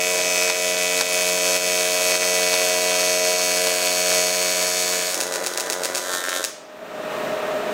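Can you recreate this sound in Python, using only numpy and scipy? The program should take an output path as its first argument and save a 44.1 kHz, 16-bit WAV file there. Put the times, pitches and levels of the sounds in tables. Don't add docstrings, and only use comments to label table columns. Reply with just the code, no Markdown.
import sys
import numpy as np
from scipy import signal
from scipy.fft import rfft, irfft, next_fast_len
from scipy.io import wavfile
from scipy.ndimage import uniform_filter1d, minimum_filter1d, map_coordinates

SR = 44100
rng = np.random.default_rng(int(sys.argv[2]) if len(sys.argv) > 2 else 0)


def waveform_to_disk(signal):
    frames = np.transpose(np.atleast_2d(signal))
    scaled = np.clip(frames, -1, 1) * 32767
    samples = np.round(scaled).astype(np.int16)
    wavfile.write(sys.argv[1], SR, samples)


N = 340893

ARC_HZ = 90.19
GAIN_RANGE_DB = 16
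CRACK_LEAD_S = 0.0001497
FADE_S = 0.133

POLARITY_CHANGES = [.0038, .0105]
SEAM_STATIONS = [0.436, 2.968, 5.01]
# f/Hz, relative level/dB
SPIT_SPECTRUM = [(60, -38), (200, -15.5), (550, 2), (900, -2), (1700, -1), (2600, -2.5), (5000, -0.5),
                 (8000, -7.5), (14000, -20)]
# f/Hz, relative level/dB
SNAP_SPECTRUM = [(100, -50), (600, -4), (1500, -2), (2800, 1), (4400, 2.5), (6500, 7.5), (8000, 4.5),
                 (10500, 0.5), (13000, -9), (16000, -3.5)]
# t/s, relative spit level/dB, sag of the arc/dB, recovery/s
ROD_DIPS = [(0.497, 0, 2, 0.122), (1.0083, 4.5, 4, 0.104), (1.561, -3.5, 4, 0.063),
            (2.155, -16.5, 4, 0.0274), (2.5372, 3, 1.5, 0.04), (3.6682, 0.5, 0.5, 0.066),
            (4.19, -11, 0, 0.054)]
# t/s, relative level/dB, number of snaps (1 or 2)
RESTRIKE_EVENTS = [(5.143, 0, 1), (5.1543, -6, 1), (5.1756, -5, 1), (5.2031, 2, 2), (5.2266, -3.5, 2),
                   (5.267, -6, 1), (5.3225, -4, 1), (5.338, -1.5, 1), (5.3498, -5, 1), (5.3573, -1.5, 1),
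                   (5.4398, -4.5, 1), (5.4623, 1.5, 2), (5.5359, -6.5, 1), (5.574, 2.5, 1),
                   (5.5982, -0.5, 2), (5.6615, -9.5, 1), (5.699, 2, 1), (5.723, -0.5, 2), (5.819, -13, 1),
                   (5.834, -0.5, 1), (5.847, 0.5, 2), (5.9481, 1, 2), (5.971, -1, 2), (6.1337, -3, 1),
                   (6.238, -6, 1), (6.2908, -1.5, 1), (6.44, 2, 2)]


def amp(db):
    return 10 ** (np.asarray(db) / 20)


def unit(x):
    return x / np.sqrt(np.mean(x ** 2) + 1e-20)


def clock():
    return np.arange(N) / SR


def along(points, hz):
    f, v = np.transpose(points)
    return np.interp(np.log(hz + 1), np.log(f + 1), v)


def above(x, hz):
    return signal.sosfilt(signal.butter(2, hz, "high", fs=SR, output="sos"), x)


def wobble(rate):
    t = clock()
    coarse = t[::100]
    knots = rng.standard_normal(int(N * rate / SR) + 4)
    return np.interp(t, coarse, map_coordinates(knots, [coarse * rate]))


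def ramp(start_s, length_s):
    return np.clip((clock() - start_s) / length_s, 0, 1)


def swell(crest_s, rise_s, fall_s):
    return ramp(crest_s - rise_s, rise_s) - ramp(crest_s, fall_s)


def coloured(x, spectrum):
    m = 2 * next_fast_len(N // 2 + 8192)
    cepstrum = irfft(np.log(amp(along(spectrum, np.fft.rfftfreq(m, 1 / SR)))), m)
    cepstrum[1:m // 2] *= 2
    cepstrum[m // 2 + 1:] = 0
    return irfft(rfft(x, m) * np.exp(rfft(cepstrum)), m)[:N]


def pulses(times, sizes):
    at = times[:, None] * SR
    taps = np.floor(at).astype(int) + np.arange(-7, 9)
    shape = np.sinc(taps - at) * np.cos(np.pi * (taps - at) / 16) ** 2
    inside = (taps >= 0) & (taps < N)
    return np.bincount(taps[inside], (sizes[:, None] * shape)[inside], N)


def workshop(x, scatter_db, tail_db, scatter_s=0.0028):
    # delay/s, gain
    reflections = [(.00045, 0.17), (.0009, 0.071), (.0014, -0.27), (.00178, 0.26), (.0047, -0.15),
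                   (.0091, 0.51)]
    # f/Hz, decay time by 60 dB/s
    decay_times = [(200, 0.18), (2000, 0.72), (5000, 0.62), (9000, 0.42), (14000, 0.3)]
    size = SR // 2
    delay, gain = np.transpose(reflections)
    near = pulses(np.r_[0, delay], np.r_[1, gain])[:size]
    scatter = rng.standard_normal(size) * (np.arange(size) < scatter_s * SR)
    hz, t, z = signal.stft(rng.standard_normal(size), SR, nperseg=256)
    decay = amp(-60 * t / along(decay_times, hz)[:, None])
    tail = signal.istft(z * decay, SR)[1][:size]
    response = near + amp(scatter_db) * scatter / np.linalg.norm(scatter)
    response = response + amp(tail_db) * tail / np.linalg.norm(tail)
    return signal.fftconvolve(x, response)[:N]


def travelling(x, scatter_db, tail_db):
    shares = [np.interp(clock(), SEAM_STATIONS, here) for here in np.eye(len(SEAM_STATIONS))]
    mix = sum(share * unit(workshop(x, scatter_db, tail_db)) for share in shares)
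    return unit(mix / np.linalg.norm(shares, axis=0))


def cycles(restarts):
    spans = zip(restarts, restarts[1:])
    return np.concatenate([np.arange(a, b, 1 / ARC_HZ) for a, b in spans])


def reversals(starts, second_db, spread_db, jitter_s):
    times = starts[:, None] + POLARITY_CHANGES
    sizes = amp([0, second_db] + spread_db * rng.uniform(-1, 1, times.shape))
    jittered = times + jitter_s * rng.standard_normal(times.shape)
    return pulses(jittered.ravel(), -sizes.ravel())


def bursts(beat, second_db, spread_db, decay_s):
    flare = np.exp(-np.arange(SR // 100) / SR / decay_s)
    struck = reversals(beat, second_db, spread_db, 0)
    return unit(np.abs(signal.fftconvolve(struck, flare)[:N]))


def cracks(beat):
    # f/Hz, relative level/dB
    crack_spectrum = [(40, -65.5), (90, -48.5), (150, -54), (300, -54.5), (560, -1), (900, -14),
                      (1250, -6.5), (1700, -1), (2500, -0.5), (3300, -1.5), (3650, -4.5), (4050, -4.5),
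                      (4450, -1.5), (4900, -2.5), (5400, -0.5), (6300, -1), (7100, 6), (8000, 3),
                      (9700, -4), (13000, -6.5), (15500, -13.5)]
    struck = reversals(beat - CRACK_LEAD_S, second_db=-4, spread_db=2, jitter_s=1.2e-5)
    return travelling(coloured(struck, crack_spectrum), scatter_db=-3, tail_db=-3)


def sharp_edge(beat):
    jitter = 6e-6 * rng.standard_normal(len(beat))
    times = beat + POLARITY_CHANGES[1] - CRACK_LEAD_S + jitter
    struck = pulses(times, amp(1.2 * rng.standard_normal(len(beat))))
    return travelling(coloured(struck, SNAP_SPECTRUM), scatter_db=-5, tail_db=-6)


def sizzle(beat):
    noise = rng.standard_normal(N) * bursts(beat, second_db=0, spread_db=4.5, decay_s=0.0008)
    in_room = unit(workshop(coloured(noise, SPIT_SPECTRUM), scatter_db=-6, tail_db=-4))
    return in_room * amp(0.54 * wobble(12))


def ringing(beat):
    # f/Hz, 60 dB decay/s, relative level at first and second reversal/dB, drift/dB per s
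    modes = [(1500, .008, -52, -47, 2), (2480, .012, -43, -50, -1.4), (4460, .01, -43, -43, 2.8),
             (5250, .008, -44, -45, -1.2), (6050, .008, -44, -43, -.4), (6520, .008, -47, -42, 1.6),
             (8100, .006, -45, -42.5, .4)]
    t, age, out = clock(), np.arange(SR // 40) / SR, np.zeros(N)
    struck = []
    for s in POLARITY_CHANGES:
        jitter = 1.5e-5 * rng.standard_normal(len(beat))
        struck.append(pulses(beat + s + jitter, amp(1.5 * rng.standard_normal(len(beat)))))
    first, second = struck
    for hz, t60, first_db, second_db, db_per_s in modes:
        mode = np.sin(2 * np.pi * hz * age) * amp(-60 * age / t60)
        blows = amp(second_db) * second - amp(first_db) * first
        rung = unit(above(signal.fftconvolve(blows, mode)[:N], hz / 2))
        level = np.hypot(amp(first_db), amp(second_db))
        out += rung * level * amp(db_per_s * (t - SEAM_STATIONS[1]) + 0.49 * wobble(5))
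    return out


def buzz(hum, flares, throb, drift_db):
    # multiple, relative level/dB, drift/dB per s
    harmonics = [(1, -68.5, .5), (2, -45, .2), (3, -45.5, 0), (4, -43.5, .4), (5, -33, -.2), (6, -36, -.5),
                 (7, -28.7, -.1), (8, -35.7, .3), (11, -40.7, -.1), (15, -46, 0), (19, -45, 1.1),
                 (20, -46, -.3), (22, -35.5, -.3), (25, -36.5, -.8), (26, -42.5, -1), (28, -33.8, -1.2),
                 (39, -40.5, 0), (41, -42, 1.4), (49, -42.5, 1.3), (50, -45, 2), (57, -41, -1.3),
                 (59, -41, -.2), (62, -42, 1), (65, -41, .2), (67, -36, -.6), (72, -37.5, 1.1),
                 (73, -42, 2), (88, -40.5, -.9), (90, -40.5, .4)]
    hum_lag_s = 0.000741
    t, low, high = clock(), np.zeros(N), np.zeros(N)
    sway = t + 1.5e-5 * wobble(4.552)
    for order, db, db_per_s in harmonics:
        hz, deep = order * ARC_HZ, order < 16
        late_s = hum_lag_s if deep else rng.uniform(0, 0.0003073)
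        weights = [.9, 1] if deep else [1, .7]
        lead = np.angle(-np.exp(-2j * np.pi * hz * (np.array(POLARITY_CHANGES) + late_s)) @ weights)
        level = amp(db + db_per_s * (t - SEAM_STATIONS[1]) + drift_db * wobble(6.02))
        line = np.sqrt(2) * level * np.cos(2 * np.pi * hz * sway + lead)
        if deep:
            low += line
        else:
            high += line
    throbbing = high * unit(1 + throb * (flares - 1))
    return hum * (low + amp(0.5) * above(throbbing, 479))


def rod_db():
    near_db, near_s, sag_s = 1, 0.13, 0.033
    return sum(near_db * swell(s, near_s, sag_s) - sag_db * swell(s + sag_s, sag_s, recovery_s)
               for s, _, sag_db, recovery_s in ROD_DIPS)


def full_arc():
    # t/s, relative level/dB
    current = [(0, -0.5), (1.3, 0), (2.498, 1), (4.096, 0), (4.85, -2), (4.999, -4), (5.1, -3.5),
               (5.17, -16.5)]
    crack_follows = 0.52
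    current_db = np.interp(clock(), *np.transpose(current))
    unrest_db = rod_db() + 0.55 * wobble(16)
    hum = amp(current_db + unrest_db)
    crack = amp(crack_follows * current_db + unrest_db)
    length = (1 + np.tanh((clock() - 4.59) / 0.131)) / 2
    short_edge_db, long_edge_db = -30, -27
    edge = amp(short_edge_db + (long_edge_db - short_edge_db) * length + unrest_db)
    beat = cycles([0, N / SR])
    flares = bursts(beat, second_db=-2, spread_db=3, decay_s=0.0018)
    lines = buzz(hum, flares, throb=0.582, drift_db=1.0744)
    rough = cracks(beat) + amp(-4.5) * sizzle(beat)
    rough = rough * amp(1 * length)
    total = amp(-0.76) * lines + crack * (amp(-26) * rough + ringing(beat)) + edge * sharp_edge(beat)
    full_ends_s = 5.14
    return (1 - ramp(full_ends_s, FADE_S)) * total


def machine(rush_db, whine_db, waver):
    # f/Hz, relative level/dB
    fan_spectrum = [(30, -20), (70, -25.5), (130, -7.5), (230, 1), (480, 2), (620, 8.5), (760, 2),
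                    (1000, -0.5), (1230, -1), (1600, -4), (2200, -8.5), (2550, -6.5), (3200, -13),
                    (3700, -13), (4700, -19.5), (6800, -20.5), (7150, -23), (7500, -20.5), (8600, -26),
                    (9100, -22.5), (9800, -28.5), (11300, -34), (12100, -29), (12800, -33), (13700, -24),
                    (14500, -23), (15300, -32.5)]
    # f/Hz, relative level/dB, later change of level/dB
    fan_tones = [(397, -44.5, 1.5), (421, -39.5, 7), (615.75, -30, 1.5), (649, -38, -0.5), (1244, -50, 0),
                 (1314, -45.5, 4.5), (1690, -57.5, -2), (1849, -44, 0)]
    t, grown = clock(), ramp(7.22, 0.524)
    rush = unit(coloured(rng.standard_normal(N), fan_spectrum)) * amp(0.23 * wobble(8))
    tones = np.zeros(N)
    for hz, db, growth_db in fan_tones:
        level = amp(db + growth_db * grown + 1 * wobble(19))
        tones += level * np.sin(2 * np.pi * hz * t + waver * wobble(8.2))
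    return amp(rush_db) * rush + amp(whine_db) * np.sqrt(2) * tones


def sparks(rows, spectrum, lag_s, scatter_db, tail_db):
    s, db = np.transpose(rows)
    return workshop(coloured(pulses(s + lag_s, amp(db)), spectrum), scatter_db, tail_db)


def bumps():
    # t/s, relative level/dB
    bump_events = [(0.175, 5.5), (0.248, 1.5)]
    # f/Hz, relative level/dB
    bench_spectrum = [(50, -32), (130, -11.5), (220, -8), (350, -2.5), (700, 0), (1200, -19.5),
                      (3000, -41.5)]
    return sparks(bump_events, bench_spectrum, lag_s=0, scatter_db=-5, tail_db=12)


def spits():
    rows = [(s, db) for s, db, *_ in ROD_DIPS]
    return sparks(rows, SPIT_SPECTRUM, lag_s=.002, scatter_db=8.5, tail_db=2.0)


def restrikes():
    second_snap_s = 0.0072
    strikes = [(s + k * second_snap_s, db) for s, db, count in RESTRIKE_EVENTS for k in range(round(count))]
    return sparks(strikes, SNAP_SPECTRUM, lag_s=.0013, scatter_db=-5, tail_db=-4)


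def puffs(beat):
    # f/Hz, relative level/dB
    puff_spectrum = [(60, -44), (170, -15), (320, -6.5), (560, 0.5), (750, -1.5), (1000, -10.5), (1500, -5),
                     (2200, -21), (8000, -33)]
    struck = reversals(beat, second_db=-8.5, spread_db=4.5, jitter_s=0.0004)
    return unit(workshop(coloured(struck, puff_spectrum), scatter_db=-14, tail_db=-6))


def ticks(beat):
    # f/Hz, relative level/dB
    tick_spectrum = [(100, -43), (400, -7.5), (900, 1), (1600, 5), (2500, -6), (3700, 8.5), (4600, 0),
                     (5600, 7), (8000, 5), (9500, -0.5), (13000, -1.5), (16000, -14)]
    struck = reversals(beat, second_db=-9, spread_db=2.5, jitter_s=1e-5)
    return unit(workshop(coloured(struck, tick_spectrum), scatter_db=-6, tail_db=-5))


def wavering(lines, waver):
    return np.sqrt(2) * sum(amp(db) * np.sin(2 * np.pi * hz * clock() + waver * wobble(14))
                            for hz, db in lines)


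def starved_arc():
    # t of the crest/s, gain/dB, collapse/s
    surges = [(6.15, 9.5, 0.087), (6.36, 9, 0.118)]
    restarts = [5.0, 5.208, 5.355, 5.467, 5.579, 5.704, 5.852, 5.980, 6.237, 6.5]
    # f/Hz, relative level/dB
    rasp_tones = [(271, -47.5), (541, -37.5), (631, -39), (1082, -40.5), (1351, -36), (1443, -42.5),
                  (1534, -37.5), (1620, -38), (1803, -34), (1894, -54), (1986, -45.5), (2977, -52.5),
                  (3607, -46.5), (3697, -45.5)]
    # f/Hz, relative level/dB
    hum_tones = [(180.4, -67.5), (361, -48.5), (541, -46.5), (631, -45), (992, -47.5), (1443, -47),
                 (1803, -52.5), (1894, -65.5), (1984, -47.5)]
    surge_db = sum(db * swell(s, 0.185, collapse_s) for s, db, collapse_s in surges)
    falter_in_s, falter_out_s = 0.031, 0.072
    falter = np.max([swell(s + falter_in_s, falter_in_s, falter_out_s)
                     for s, _, count in RESTRIKE_EVENTS if round(count) == 2], axis=0)
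    settled = ramp(5.97, FADE_S)
    puff_gain = amp(-38.5 - 3 * falter - 3 * settled + 0.15 * surge_db)
    rasp_gain = amp(-41 + surge_db) * settled
    tick_gain = amp(-43.5 + 1.195 * surge_db)
    beat = cycles(restarts)
    flares = bursts(beat, second_db=-7, spread_db=4, decay_s=0.0015)
    throb = unit(1 + 0.55 * (flares - 1))
    floor_hz = 239
    rasp = above(unit(wavering(rasp_tones, waver=0.93)) * throb, floor_hz)
    hum = above(wavering(hum_tones, waver=0.816) * throb, floor_hz) * (1 - settled)
    starves_s, out_s = 5.2, 6.43
    alight = ramp(starves_s - FADE_S, FADE_S) - ramp(out_s, FADE_S)
    return alight * (puff_gain * puffs(beat) + hum + rasp_gain * rasp + tick_gain * ticks(beat))


def notched(x):
    notch_centres = [7350, 9400]
    sections = [np.r_[signal.iirnotch(hz, hz / 220, SR)] for hz in notch_centres]
    return signal.sosfilt(sections, x)


def scene():
    arc = notched(full_arc() + starved_arc() + restrikes() + spits()) + bumps()
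    return (amp(GAIN_RANGE_DB) * arc + machine(rush_db=-27.5, whine_db=-1.5, waver=0.19))[None]


def gain_control(x, threshold_db, hold_s, release_db_per_s):
    over = np.clip(20 * np.log10(np.abs(x[0]) + 1e-9) - threshold_db, 0, GAIN_RANGE_DB)
    ahead = -minimum_filter1d(-over, size=1024)
    half = int(hold_s * SR / 2)
    held = -minimum_filter1d(-ahead, 2 * half + 1, origin=half)
    climb = release_db_per_s * clock()
    cut = np.maximum.accumulate(held + climb) - climb
    return x * amp(-uniform_filter1d(cut, size=256))


def record(dry):
    x = gain_control(dry, threshold_db=-10, hold_s=.2, release_db_per_s=34)
    m = next_fast_len(N + 8192)
    passed = np.fft.rfftfreq(m, 1 / SR) < 15800
    return irfft(rfft(x, m) * passed, m)[..., :N]


dry = scene()
out = record(dry)
waveform_to_disk(out)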